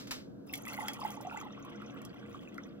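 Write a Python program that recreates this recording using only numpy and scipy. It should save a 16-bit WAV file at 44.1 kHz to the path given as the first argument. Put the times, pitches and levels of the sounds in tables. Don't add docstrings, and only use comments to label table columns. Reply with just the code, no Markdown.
import sys
import numpy as np
from scipy import signal
from scipy.fft import rfft, irfft, next_fast_len
from scipy.io import wavfile

SR = 44100
rng = np.random.default_rng(int(sys.argv[2]) if len(sys.argv) > 2 else 0)


def wrap_up_sound(samples):
    columns = np.atleast_2d(samples).T
    tamed = np.clip(columns, -1, 1)
    steps = np.round(tamed * 32767).astype(np.int16)
    wavfile.write(sys.argv[1], SR, steps)


def to_linear_factor(level_db):
    exponent = np.asarray(level_db, float) / 20
    return 10 ** exponent


N = 123479

# [t/s, level/dB, fine spray level/dB]
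STREAM = [(0.469, -76, 12), (.53, -65, 3), (.57, -65.5, 13), (.63, -69, 9), (.68, -59, 10), (.86, -58, 9.5),
          (.97, -63, 9.5), (1.05, -59, 4.5), (1.15, -63.5, 5), (1.2, -68, -6), (1.36, -58.5, 3),
          (1.47, -65, -11), (1.9, -66.5, -7), (2.2, -69, -7), (2.32, -69, 6.5), (2.66, -71.5, -3),
          (2.8, -80, -10)]
# [t/s, peak level/dB, f/Hz]
GULPS = [(0.668, -39.5, 1190), (0.722, -42, 1290), (0.786, -31.5, 849), (0.824, -35, 870),
         (0.834, -40, 813), (0.847, -39, 817), (0.891, -39.5, 818), (0.991, -39.5, 893),
         (1.015, -35.5, 1043), (1.03, -33.5, 816), (1.049, -26, 850), (1.099, -40, 830),
         (1.172, -38.5, 860), (1.203, -40, 867), (1.248, -38, 724), (1.269, -32.5, 739), (1.311, -38, 1380),
         (1.322, -38, 890), (1.344, -36, 877), (1.372, -37.5, 840), (1.412, -38, 1180), (1.451, -41, 970),
         (1.36, -39, 1380), (1.428, -43, 850), (1.463, -41.5, 810), (1.505, -45, 1240), (1.575, -48, 1090),
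         (1.615, -51, 1110), (1.662, -45.5, 1093), (1.68, -44, 1100), (1.961, -45, 1310),
         (2.228, -47, 1480), (1.222, -46.5, 580), (1.647, -46, 1044), (1.801, -44, 1210),
         (1.819, -42.5, 1330), (2.345, -38.5, 1166), (2.581, -36.5, 1363)]
# [t/s, peak level/dB, f/Hz]
CHIRPS = [(0.4953, -43, 2550), (0.5355, -31, 2125), (0.5395, -30, 3260), (0.6519, -43, 2230),
          (0.6704, -37.5, 1970), (0.6863, -35.5, 2550), (0.7344, -38.5, 4240), (0.7397, -37.5, 2086),
          (0.7754, -36.5, 2000), (0.8051, -34.5, 1990), (1.0355, -45, 2100), (1.053, -39.5, 1970),
          (1.2965, -42, 2470), (1.3269, -47, 2650), (1.3713, -39.5, 1976), (2.452, -53, 2800),
          (2.392, -47.5, 3200), (2.4748, -46, 2480), (2.5805, -39.5, 2015), (2.6364, -49.5, 3350)]
FIZZ_PITCHES = [1164.5, 1411, 1950, 2327, 2650, 3000, 3350]
# [t/s, peak level/dB, lowest f/Hz, t60/s]
SPLASHES = [(0.5364, -28, 5950, 0.039), (0.5544, -31, 5070, 0.026), (0.577, -34.5, 8900, 0.026),
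            (0.6526, -35, 5000, 0.01), (0.6803, -33.5, 7550, 0.037), (0.882, -28, 1160, 0.03),
            (0.933, -34.5, 6100, 0.045), (1.0461, -40.5, 9450, 0.039), (1.1046, -28, 5160, 0.0087),
            (1.2093, -45, 5000, 0.062), (1.2706, -54, 5000, 0.02), (1.3255, -50, 10000, 0.027),
            (1.3717, -45, 1500, 0.013), (1.412, -46, 3000, 0.03), (1.649, -45.5, 7400, 0.024),
            (1.8186, -51.5, 1510, 0.02), (2.017, -43, 6130, 0.018), (2.0502, -38, 4280, 0.025),
            (2.544, -46, 5000, 0.012), (2.579, -46.5, 1530, 0.013)]
# [t/s, peak level/dB, centre f/Hz]
TICKS = [(0.4648, -52, 15400), (0.4878, -50, 14500), (0.528, -34, 12700), (0.62, -38.5, 10200),
         (0.6625, -38, 10900), (0.691, -39, 10200), (0.7314, -39, 13600), (0.7422, -40, 13900),
         (0.7675, -40, 11200), (0.7824, -46, 10500), (0.812, -49, 10800), (1.0006, -40, 9800),
         (1.057, -41, 15500), (1.077, -42, 9700), (1.0894, -50, 15100), (1.1114, -47, 10500),
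         (1.1204, -45, 13600), (1.152, -45, 9550), (1.226, -45, 14600), (1.3394, -53, 14800),
         (1.3997, -50, 14100), (1.4486, -55, 14000), (1.5968, -56.5, 14500), (1.699, -53, 9980),
         (1.9425, -51, 15300), (2.141, -57, 14300), (2.4867, -61, 13400), (2.6698, -62, 13300)]
# [t/s, peak level/dB, centre f/Hz]
PLINKS = [(0.6344, -44, 6520), (0.6974, -41.5, 6160), (1.01, -44.5, 4980), (1.038, -46.5, 4940),
          (1.1163, -42, 6200), (1.1404, -55, 5840), (1.1672, -50.5, 6150), (1.27, -48, 6200),
          (1.373, -41, 7050), (1.402, -44.5, 6360), (1.5224, -50.5, 5900), (1.6253, -50, 6160),
          (1.7573, -52, 5770), (1.8606, -46.5, 5830), (1.9056, -52.5, 5930), (2.0941, -57, 4560),
          (2.3274, -57, 5900), (2.4862, -56, 6350), (2.634, -52, 5930), (2.6894, -61, 4640)]
# [t/s, peak level/dB]
CLACKS = [
    (-.03, -28),
    (0.071, -43),
    (0.1093, -25.5),
]
# [f/Hz, level/dB]
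CLACK_COLOUR = [(300, -8.5), (1400, 2), (2500, 0.5), (5000, 2), (9500, -6), (16000, -15)]
# [f/Hz, level/dB, t60/s]
GLASS_MODES = [(2650, -5, .04), (3325, 3, .06), (5800, -5, .04), (6550, -9, .02)]
# [f/Hz, level/dB]
SPRAY_COLOUR = [(700, 26.5), (1500, -3.5), (3000, 2), (4300, 8), (6000, 8), (8600, 8), (10200, 4.5),
                (12000, -9), (16000, -2.5)]
# [f/Hz, level/dB]
SLOSH_COLOUR = [(600, -12), (850, 3), (1150, -1.5), (1500, -9), (1750, -11.5), (2100, -7), (3300, -2),
                (4000, -15.5)]
# [f/Hz, level per Hz/dB]
RUMBLE_COLOUR = [(30, -31), (114, -16.5), (270, -8), (400, -17.5), (640, -20), (850, -35.5), (1650, -35.5),
                 (1850, -56)]
# [f/Hz, width/Hz, level/dB]
DUCT_HUMS = [(123.84, 2.5, -63), (206.66, 8.5, -55), (280.3, 7.6, -56.5), (340.4, 19, -62.5),
             (473, 17.7, -60.5)]
# [f/Hz, level/dB]
AIR_HISS_COLOUR = [(1500, -2), (1900, -6), (4000, -7.5), (16000, -18)]
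# [f/Hz, correlation]
LIKENESS = [(60, 0.86), (150, 0.88), (280, 0), (950, 0)]
# [f/Hz, phase/rad]
PORT_LEAD = [(500, 0), (950, -.8), (2410, -1.9), (7300, -2.0), (9000, -2.9), (10800, -1.9), (13000, -.5)]
# [f/Hz, level/dB]
PORT_LEAN = [(1000, -3), (4000, 1.5), (8000, 0)]
# [f/Hz, level/dB]
PORTS_APART = [(1000, -2), (5000, -1), (8200, -14), (12000, -22)]


def at_hz(points, hz):
    p = np.array(points, float)
    return np.interp(np.log(hz + 1), np.log(p[:, 0] + 1), p[:, 1])


def rms_one(x):
    return x / np.sqrt(np.mean(x ** 2) + 1e-20)


def shaped(x, points):
    gain = to_linear_factor(at_hz(points, np.fft.rfftfreq(x.shape[-1], 1 / SR)))
    return irfft(rfft(x) * gain, x.shape[-1])


def split_filter(x, hz, kind):
    return signal.sosfilt(signal.butter(2, hz, kind, fs=SR, output="sos"), x)


def drift(rate):
    steps = rng.standard_normal(400)
    return np.interp(np.arange(N) / SR * rate, np.arange(400), steps)


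def fade(start, t60):
    t = np.arange(N) / SR - start
    return (t >= 0) * to_linear_factor(-60 * np.maximum(t, 0) / t60)


def chance_times(draws, per_s):
    return np.cumsum(-np.log(draws)) / per_s


def overlay(s, sounds):
    length = sounds.shape[1]
    out = np.zeros(N + 2048)
    np.add.at(out, (s * SR).astype(int)[:, None] + np.arange(length), sounds)
    return out[:N]


def ports(x):
    size = next_fast_len(N + 4096)
    hz = np.fft.rfftfreq(size, 1 / SR)
    half = to_linear_factor(at_hz(PORT_LEAN, hz) / 2) * np.exp(.5j * at_hz(PORT_LEAD, hz))
    return irfft(rfft(x, size) * np.array([half, 1 / half]), size)[:, :N]


def diffuse(pair):
    return ports(pair[0]) + shaped(pair[1], PORTS_APART) * [[1], [-1]]


def ventilation():
    rumble_db, hiss_db = -50.5, -79
    hz = np.fft.rfftfreq(N, 1 / SR)
    gain = to_linear_factor(at_hz(RUMBLE_COLOUR + [(3000, -90)], hz))
    power = gain ** 2 / np.sum(gain ** 2) * to_linear_factor(2 * rumble_db)
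    for peak_hz, width, db in DUCT_HUMS:
        hump = 1 / (1 + (2 * (hz - peak_hz) / width) ** 4)
        power = power + hump / hump.sum() * to_linear_factor(2 * db)
    alike = np.clip(at_hz(LIKENESS, hz), -.95, .95)
    mid, side = rfft(rng.standard_normal((2, N))) * np.sqrt(power * N / 4)
    rumble = irfft(np.sqrt(1 + alike) * mid + np.sqrt(1 - alike) * side * [[1], [-1]], N)
    hiss = rms_one(shaped(rng.standard_normal((2, N)), [(1000, -42)] + AIR_HISS_COLOUR))
    return rumble + to_linear_factor(hiss_db) * diffuse(hiss)


def clacks():
    crack_s, tail_db, low_t60_s, high_t60_s = 0.025, -10.5, 0.3, 0.24
    low, high, hit = rms_one(shaped(rng.standard_normal((3, 2, N)), CLACK_COLOUR))
    low, high = split_filter(low, 6000, "low"), split_filter(high, 6000, "high")
    tail, crack = 0, 0
    for s, db in CLACKS:
        fall = low * fade(s, low_t60_s) + high * fade(s, high_t60_s)
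        tail = tail + to_linear_factor(db - 4 + tail_db) * fall
        hump = np.exp(-((np.arange(N) / SR - s - .003) / crack_s * 2) ** 2)
        crack = crack + to_linear_factor(db - 10.5) * fade(s, 1e3) * hump
    return diffuse(tail) + ports(hit[0] * crack)


def flow_db(column=1):
    s, db = np.transpose(STREAM)[[0, column]]
    return np.interp(np.arange(N) / SR, np.r_[s[0] - .02, s], np.r_[-60 + db[0], db])


def patches(x):
    edges = 600 * 1.4 ** np.arange(11)
    out = 0
    for low, high in zip(edges, edges[1:]):
        fine = (low > 4800) * flow_db(column=2) * (.6 if low < 8000 else 1)
        level = 2.5 * drift(90) + fine
        out = out + to_linear_factor(level) * split_filter(x, [low, high], "band")
    return out


def spray():
    per_s, spread_db, hiss_db, spray_db = 3000, 6.5, -17, -5
    sizes = to_linear_factor(spread_db * np.minimum(rng.exponential(1, N), 3)) * rng.choice([-1, 1], N)
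    born = rng.random(N) < per_s * to_linear_factor(6 * drift(40)) / SR
    hiss = to_linear_factor(hiss_db + 1.8 * drift(29)) * rng.standard_normal(N)
    return to_linear_factor(flow_db() + spray_db) * patches(rms_one(sizes * born) + hiss)


def slosh():
    churn = rng.standard_normal((2, N)) * to_linear_factor(4 * drift(70))
    colour = [(300, -34)] + SLOSH_COLOUR + [(6000, -49)]
    return to_linear_factor(flow_db() + 2.5) * diffuse(rms_one(shaped(churn, colour)))


def ring(clicks, hz, t60):
    r, w = to_linear_factor(-60 / (t60 * SR)), 2 * np.pi * hz / SR
    return signal.lfilter([0, np.sin(w)], [1, -2 * r * np.cos(w), r * r], clicks + 1e-18)


def glass(knocks):
    return sum(to_linear_factor(db - 26) * ring(knocks, hz, t60) for hz, db, t60 in GLASS_MODES)


def bubbles(s, db, hz, cycles):
    attack_cycles, rise_per_cycle, wobble = 2.4, .002, 0.16
    n = np.arange(1400) / SR * hz[:, None]
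    shape = (1 - np.exp(-n / attack_cycles)) ** 2 * to_linear_factor(-60 * n / cycles[:, None])
    shape = shape / shape.max(axis=1, keepdims=True)
    wave = shape * np.sin(2 * np.pi * n * (1 + rise_per_cycle * np.minimum(n, 20)))
    beat = rng.random((len(s), 2))
    wave = wave * (1 + wobble * np.sin(n * (.5 + beat[:, :1]) + 2 * np.pi * beat[:, 1:]))
    return overlay(s, to_linear_factor(db)[:, None] * wave)


def fizz():
    per_s, fizz_db, spread, cycles = 550, 11.5, 0.089, 40
    u = rng.random((2400, 5))
    s = chance_times(u[:, 0], per_s)
    u, s = u[s < N / SR], s[s < N / SR]
    db = flow_db()[(s * SR).astype(int)] + fizz_db - 18 * u[:, 1]
    pick = (u[:, 2] ** 1.5 * len(FIZZ_PITCHES)).astype(int)
    hz = np.take(FIZZ_PITCHES, pick) * np.exp(spread * (2 * u[:, 4] - 1))
    return bubbles(s, db, hz, cycles * (0.66 + u[:, 3]))


def gurgles():
    per_s, gurgle_db, spread, cycles = 160, 7.5, 0.1366, 36
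    u = rng.random((2400, 4))
    s = chance_times(u[:, 0], per_s)
    u, s = u[s < N / SR], s[s < N / SR]
    db = flow_db()[(s * SR).astype(int)] + gurgle_db - 14 * u[:, 1]
    column_hz = 759 + 348 * (s - .5)
    hz = column_hz * np.exp(spread * (4 * u[:, 2] - 1.5))
    return bubbles(s, db, hz, cycles * (0.39 + u[:, 3]))


def film():
    start_s, length_s, start_hz, rise_hz_per_s = .46, 0.2, 4900, 8800
    t = np.arange(N) / SR - start_s
    shape = np.sin(np.pi * np.clip(t / length_s, 0, 1)) * to_linear_factor(-61.5 + 5.2 * drift(139.6))
    cycles = start_hz * t + rise_hz_per_s * t ** 2 / 2
    return shape * np.sin(2 * np.pi * cycles + 1.8 * drift(300))


def bursts(s, db, hz, t60, octaves):
    t, bins = np.arange(2048) / SR, np.fft.rfftfreq(2048, 1 / SR)
    band = np.exp(-.5 * (np.log2((bins + 1) / hz[:, None]) / octaves) ** 2)
    noise = irfft(rfft(rng.standard_normal((len(s), 2048))) * band)
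    noise = noise / noise.std(axis=1, keepdims=True)
    shape = to_linear_factor(db[:, None] - 8.5 - 60 * t / t60) * np.minimum(t / 0.00068, 1)
    return overlay(s, noise * shape)


def droplets():
    tick_t60_s = 0.021
    u = rng.random((900, 3))
    s = chance_times(u[:, 0], 140)
    u, s = u[s < N / SR], s[s < N / SR]
    level = (flow_db() + flow_db(column=2))[(s * SR).astype(int)]
    spatter = bursts(s, level + 10.5 - 14 * u[:, 1], 4400 * 2.35 ** u[:, 2], tick_t60_s, octaves=.25)
    s, db, hz = np.transpose(TICKS)
    ticks = bursts(s, db + 2, hz, tick_t60_s, octaves=.25)
    s, db, hz = np.transpose(PLINKS)
    plinks = bursts(s, db + 5, hz, t60=.03, octaves=.11)
    return spatter + ticks + plinks


def chirps():
    return bubbles(*np.transpose(CHIRPS), np.full(len(CHIRPS), 32))


def splashes():
    out, n = np.zeros(N + 4000), np.arange(4000)
    for s, db, low_hz, t60 in SPLASHES:
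        shape = to_linear_factor(db + 3.5 - 60 * n / SR / t60) * np.minimum(n / 30, 1)
        burst = rng.standard_normal(4000) * shape
        out[int(s * SR):int(s * SR) + 4000] += split_filter(burst, low_hz, "high")
    return signal.lfilter(*signal.butter(1, 6000, fs=SR), out[:N])


def gulps():
    return bubbles(*np.transpose(GULPS), np.full(len(GULPS), 18.2))


def room(x):
    room_db, t60_s, wall_cut_hz = -7.5, 0.1, 7300
    n = np.arange(16000)
    tail = rng.standard_normal((2, 16000)) * to_linear_factor(-60 * n / SR / t60_s) * (n > 130)
    tail = tail / np.sqrt(np.sum(tail[0] ** 2))
    x = signal.lfilter(*signal.butter(1, wall_cut_hz, fs=SR), x)
    return to_linear_factor(room_db) * signal.fftconvolve(x[None], tail, axes=1)[:, :N]


def scene():
    drops, hits = spray(), splashes()
    water = fizz() + gurgles() + film() + droplets() + chirps() + hits + gulps()
    water = water + shaped(drops, SPRAY_COLOUR)
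    water = water + glass(to_linear_factor(-0.5) * drops + to_linear_factor(-6) * hits)
    return ventilation() + clacks() + slosh() + ports(water) + diffuse(room(water))


def top_cut(x):
    return signal.sosfilt(signal.butter(12, 16820, fs=SR, output="sos"), x)


def record(dry):
    low_pass = signal.cheby2(12, 60, 16700, fs=SR, output="sos")
    mix = signal.sosfilt(low_pass, dry)
    return top_cut(mix)


dry = scene()
out = record(dry)
wrap_up_sound(out)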